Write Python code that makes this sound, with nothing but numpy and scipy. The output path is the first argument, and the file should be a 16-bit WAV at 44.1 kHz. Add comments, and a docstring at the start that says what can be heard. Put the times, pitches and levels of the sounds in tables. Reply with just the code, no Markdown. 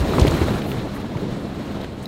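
"""The skin of a big inflated airbag thumps and slaps as a rider and bicycle drop onto it outdoors.
Heard from the bag's edge, each blow drives a damped oscillation of the membrane; slack vinyl snaps
and crinkles, and displaced air leaves the vents as turbulent noise that dies away.
Behind it are light metal clinks, brushing cloth, a low rush of air, a faint blower hum
and wind on the microphone."""
import sys
import numpy as np
from scipy import signal
from scipy.io import wavfile

SR = 44100
rng = np.random.default_rng(int(sys.argv[2]) if len(sys.argv) > 2 else 0)


def to_wav(s):
    """Save 16-bit WAV."""
    ch = np.atleast_2d(s).T  # columns
    pcm = np.round(np.clip(ch, -1, 1) * 32767)  # PCM
    wavfile.write(sys.argv[1], SR, pcm.astype(np.int16))


N = 91419
T = np.arange(N) / SR


def from_db(db):
    """Amplitude ratio of a level in decibels."""
    return 10 ** (np.asarray(db) / 20)


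def unit_rms(x):
    """Normalisation to an rms of 1."""
    return x / np.sqrt(np.mean(x ** 2) + 1e-20)


def decay(t, t60):
    """Exponential damping: the amplitude falls 60 dB in t60 seconds."""
    return np.exp(-np.log(1000) * t / t60)


def in_time(rows):
    """Linear interpolation of (t, value) rows at every sample."""
    return np.interp(T, *np.transpose(rows))


def add(out, onset, x):
    """Superposition of x on out, from an onset in seconds."""
    i = max(int(onset * SR), 0)
    out[i:i + len(x)] += x[:max(N - i, 0)]


def drift(rate_hz):
    """Slow random fluctuation: low-passed noise with an rms of 1."""
    hop, settle = 40, 2000
    pole = np.exp(-2 * np.pi * rate_hz * hop / SR)
    white = rng.standard_normal(N // hop + settle + 2)
    slow = signal.lfilter([1], [1, -2 * pole, pole * pole], white)[settle:]
    return np.interp(np.arange(N) / hop, np.arange(len(slow)), unit_rms(slow))


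def band(x, hz, octaves):
    """Band-pass filtering about a geometric centre frequency."""
    edges = [hz / 2 ** (octaves / 2), min(hz * 2 ** (octaves / 2), SR * .47)]
    return signal.sosfilt(signal.butter(2, edges, "band", fs=SR, output="sos"), x)


def turbulence(spectrum, flutter_db, flutter_hz, tilt_db=0):
    """Noise in third octaves with partly correlated levels; tilt_db is per octave above 3 kHz."""
    centres = 22 * 2 ** (np.arange(29) / 3 + .12)
    white = rng.standard_normal((2, 2 * N))
    common = drift(flutter_hz)
    hz_points, db_points = np.transpose(spectrum)
    plain, tilted = 0, 0
    for k, hz in enumerate(centres):
        mean_db = np.interp(np.log(hz), np.log(hz_points), db_points)
        gain = from_db(mean_db + flutter_db * (common + drift(flutter_hz)))
        part = gain * band(white[k % 2, N * 3 // 4:], hz, 1 / 3)[-N:]
        plain += part
        tilted += part * from_db(tilt_db * max(np.log2(hz / 3000), 0))
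    return tilted / np.std(plain)


# Envelopes of the low rush and of the gusts: t/s, level/dB
RUSH_ENVELOPE = [(0, -24.5), (.14, -23), (.27, -19.5), (.39, -23.5), (.62, -26), (.98, -29.5),
                 (1.24, -28.5), (1.38, -31), (1.85, -31), (1.93, -34.5), (2.07, -34)]
GUST_ENVELOPE = [(0, -20), (.035, -31.5), (.07, -26), (.19, -28), (.28, -20), (.39, -33), (.49, -23),
                 (.56, -34), (.9, -37), (1.25, -37), (1.6, -40.5), (2.07, -40)]
# Their spectral densities: f/Hz, relative level/dB
RUSH_SPECTRUM = [(40, -7.5), (80, -10.5), (135, -1.5), (200, -1.5), (300, -3.5), (450, -8), (650, -12.5),
                 (900, -21.5), (1500, -35.5), (4000, -32.5), (15000, -68)]
GUST_SPECTRUM = [(20, -7), (40, -9.5), (75, 0.5), (110, -0.5), (170, -10.5), (400, -36), (2000, -92)]
RUSH_GAIN_DB = 1


def wind():
    """Turbulent pressure fluctuation: a low rush of air, and gusts on the microphone."""
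    rush = turbulence(RUSH_SPECTRUM, flutter_db=1.5, flutter_hz=18)
    gusts = turbulence(GUST_SPECTRUM, flutter_db=0.1, flutter_hz=4.4)
    return from_db(in_time(RUSH_ENVELOPE) + RUSH_GAIN_DB) * rush + from_db(in_time(GUST_ENVELOPE)) * gusts


# Partials of the blower hum: f/Hz, rms level/dB
HUM_PARTIALS = [(139, -43), (202, -38), (283, -45.5), (338, -47)]
HUM_WANDER = 0.01926  # rms fraction of the frequency


def blower():
    """Random amplitude and frequency modulation of a few partials gives an unsteady hum."""
    out = np.zeros(N)
    for hz, db in HUM_PARTIALS:
        amplitude = np.sqrt(2) * from_db(db + 2 * drift(3.7))
        frequency = hz * (1 + HUM_WANDER * drift(16.8))
        out += amplitude * np.sin(2 * np.pi * np.cumsum(frequency) / SR)
    return out


# Strokes of cloth close by: t/s, duration/s, level/dB, centre f/Hz
CLOTH_STROKES = [(.62, .018, -50, 13000), (0.632, .13, -46, 12500), (0.772, 0.046, -43.5, 3180),
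                 (0.922, 0.076, -51, 10400), (.994, .016, -53, 12000), (1.16, 0.09, -60, 12500),
                 (2.017, 0.031, -51, 7600)]
CLOTH_ROUGHNESS_DB = 1.5


def cloth():
    """Sliding friction of cloth on cloth radiates short swells of bright, grainy noise."""
    out = np.zeros(N)
    for onset, duration, db, hz in CLOTH_STROKES:
        envelope = np.sin(np.pi * np.clip((T - onset) / duration, 0, 1)) ** 2
        friction = rng.standard_normal(N) * from_db(CLOTH_ROUGHNESS_DB * drift(200))
        out += from_db(db) * envelope * unit_rms(band(friction, hz, octaves=0.98))
    return out


# Contacts of small metal parts: t/s, level/dB
METAL_CONTACTS = [(1.8148, -37.5), (1.837, -41), (2.0565, -31.5), (2.059, -39)]
# Their normal modes: f/Hz, relative level/dB, t60/s
METAL_MODES = [(3880, 3, 0.019), (4240, -3, 0.023), (5040, -4, 0.017), (6700, -9, .01), (11500, -14, .009),
               (12500, -9, .009), (13400, -14, .008)]


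def clinks():
    """Free vibration of metal: each contact excites the same damped modes with random weights."""
    out, t = np.zeros(N), T[:SR // 10]
    for onset, db in METAL_CONTACTS:
        for hz, mode_db, t60 in METAL_MODES:
            weight = from_db(db + mode_db + rng.normal(0, 2.5)) * rng.choice([-1, 1])
            add(out, onset, weight * np.sin(2 * np.pi * hz * t) * decay(t, t60))
    return out


# Envelope of the outflow through the vents: t/s, level/dB
OUTFLOW_ENVELOPE = [(0, -35), (.12, -33), (.26, -32), (.35, -32), (.48, -34), (.66, -39), (.97, -40.5),
                    (1.08, -43), (1.35, -43.5), (1.8, -41.5), (1.92, -46), (2.07, -43.5)]
# Spectral density of its hiss: f/Hz, relative level/dB
VENT_SPECTRUM = [(250, 7), (500, 2.5), (750, 3.5), (1100, 4.5), (1600, 0), (2700, -5.5), (3500, -6.5),
                 (4150, -4), (4900, -19), (6500, -15), (8400, -19), (10000, -22), (13000, -23),
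                 (15800, -26.5)]
VENT_GAIN_DB, VENT_BRIGHTENING = 3.5, 0.16  # brightening in dB/octave per dB of flow


def vents(flow_db):
    """Jet noise: escaping air hisses louder and brighter as the flow grows."""
    tilt_db = VENT_BRIGHTENING * (flow_db - flow_db.mean())
    hiss = turbulence(VENT_SPECTRUM, flutter_db=1.2, flutter_hz=22, tilt_db=tilt_db)
    return from_db(flow_db + VENT_GAIN_DB) * hiss


CRINKLES_PER_S, CRINKLE_T60_CYCLES, CRINKLE_LOWPASS_HZ = 650, 8.4, 5500
CRINKLE_GAIN_DB, CRINKLE_DB_PER_OCTAVE = -7.5, -6.5


def crinkle(flow_db):
    """A Poisson process: tiny folds in the sagging skin click and ring, at a level set by the outflow."""
    clicks = rng.choice([-1, 1], N) * (rng.random(N) < CRINKLES_PER_S / SR)
    resonances = np.geomspace(600, 6000, 16)
    assigned = rng.integers(0, len(resonances), N)
    out = np.zeros(N)
    for k, hz in enumerate(resonances):
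        radius = decay(1 / SR, CRINKLE_T60_CYCLES / hz)
        feedback = [1, -2 * radius * np.cos(2 * np.pi * hz / SR), radius ** 2]
        ring = signal.lfilter([1, 0, -1], feedback, clicks * (assigned == k) + 1e-18)
        out += from_db(CRINKLE_DB_PER_OCTAVE * np.log2(hz / resonances[0])) * ring
    lowpass = signal.butter(2, CRINKLE_LOWPASS_HZ, fs=SR, output="sos")
    return signal.sosfilt(lowpass, from_db(flow_db + CRINKLE_GAIN_DB) * unit_rms(out))


# Snaps of slack vinyl: t/s, initial level/dB, centre f/Hz, bandwidth/octaves, t60/s
VINYL_SNAPS = [(.006, -30, 5900, 1.4, .008), (.135, -19, 1140, 0.75, 0.019),
               (.183, -12.5, 1010, 0.56, 0.012), (0.1961, -22, 4000, 1.1, 0.024),
               (0.199, -33, 7500, .7, 0.055), (.211, -29, 6150, 0.23, 0.019),
               (.215, -21, 3530, 0.56, 0.015), (0.242, -26, 3730, 0.4, 0.0053),
               (.269, -19, 2260, 1.5, 0.013), (0.272, -30.5, 11500, 3, 0.021),
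               (.279, -16, 3160, 0.6, 0.0065), (0.283, -30, 7040, .6, 0.013),
               (0.311, -21.5, 4970, 1, 0.0023), (.315, -30, 5500, 1.1, 0.0039),
               (0.3191, -14.5, 1280, 0.86, 0.0051), (.587, -36, 5500, 0.33, 0.0061),
               (0.618, -29.5, 2340, 1.2, 0.033), (0.717, -22, 2300, 0.95, 0.007),
               (0.963, -31, 1100, 1.5, 0.047), (1.152, -23.5, 880, 0.46, 0.0089),
               (1.17, -30.5, 1690, 1.5, .014), (1.844, -30.5, 1790, 1.6, 0.018),
               (2.028, -40.5, 7900, 0.4, .007), (2.033, -45, 9500, 2, .008), (2.042, -45, 8470, 0.89, .008),
               (2.0565, -44, 8500, 2.3, .01)]


def snaps():
    """Impulsive excitation: a fold pops taut and radiates a heavily damped burst of noise."""
    out, t = np.zeros(N), T[:SR // 8]
    for onset, db, hz, octaves, t60 in VINYL_SNAPS:
        envelope = decay(t, t60)
        burst = band(rng.standard_normal(len(t)) * envelope, hz, octaves)
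        add(out, onset, from_db(db) * unit_rms(burst) * np.sqrt(np.mean(envelope ** 2)))
    return out


# Blows on the skin: t/s, peak level/dB, initial f/Hz, rise time/s, t60/s
SKIN_BLOWS = [(.002, -13, 69.5, 0.018, 0.08), (.1825, -9.5, 533, 0.0012, 0.021),
              (.195, -4, 211, 0.0032, 0.0048), (.216, -2, 82, 0.0062, 0.062),
              (.249, -6, 367, 0.0025, 0.008), (.268, -9.5, 290, 0.0025, 0.023),
              (0.277, -11.5, 112, 0.0048, 0.053), (.318, -17, 550, 0.0015, 0.017),
              (.337, -7, 200, 0.0033, 0.011), (.349, -11.5, 189, .002, 0.023),
              (0.407, -10.5, 97, 0.013, 0.18), (.4135, -8, 350, .005, 0.03),
              (.483, -16, 580, 0.0018, 0.013), (.543, -17, 258, 0.0028, 0.022),
              (0.773, -13.5, 120, 0.0034, 0.029), (1.041, -16.5, 257, 0.0048, 0.021),
              (1.158, -16.5, 116, 0.007, 0.033), (1.842, -25, 370, 0.0044, 0.037)]
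SAG_PER_S, SLAP_DB = 6.4, -15.5  # fractional growth of the period; noise against the swing's peak


def thumps():
    """Damped membrane oscillation with a dull slap of noise; the pitch falls as the skin gives way."""
    out, t = np.zeros(N), T[:SR // 4]
    for onset, db, hz, rise, t60 in SKIN_BLOWS:
        attack = np.sin(np.pi / 2 * np.minimum(t / rise, 1))
        envelope = attack * decay(np.maximum(t - rise, 0), t60)
        frequency = hz / (1 + SAG_PER_S * t)
        swing = np.sin(2 * np.pi * np.cumsum(frequency) / SR)
        slap = from_db(SLAP_DB) * unit_rms(band(rng.standard_normal(len(t)), 2 * hz, octaves=1.86))
        add(out, onset, from_db(db) * envelope * (swing + slap))
    return out


# Early reflections off the bag: delay t/s, relative level/dB
BAG_REFLECTIONS = [(.0063, -25), (.0147, -14), (.031, -21)]


def scene():
    """Superposition of the background, the vents, and the contact sounds with their reflections."""
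    flow_db = in_time(OUTFLOW_ENVELOPE)
    contacts = clinks() + crinkle(flow_db) + snaps() + thumps()
    reflected = sum(from_db(db) * np.interp(T - delay, T, contacts, left=0)
                    for delay, db in BAG_REFLECTIONS)
    return (wind() + blower() + cloth() + vents(flow_db) + contacts + reflected)[None]


def record(dry):
    """Band limiting removes the deepest rumble and the highest treble."""
    highpass = signal.butter(1, 20, "high", fs=SR, output="sos")
    lowpass = signal.ellip(10, .2, 80, 15750, fs=SR, output="sos")
    return signal.sosfilt(lowpass, signal.sosfilt(highpass, dry))


dry = scene()
out = record(dry)
to_wav(out)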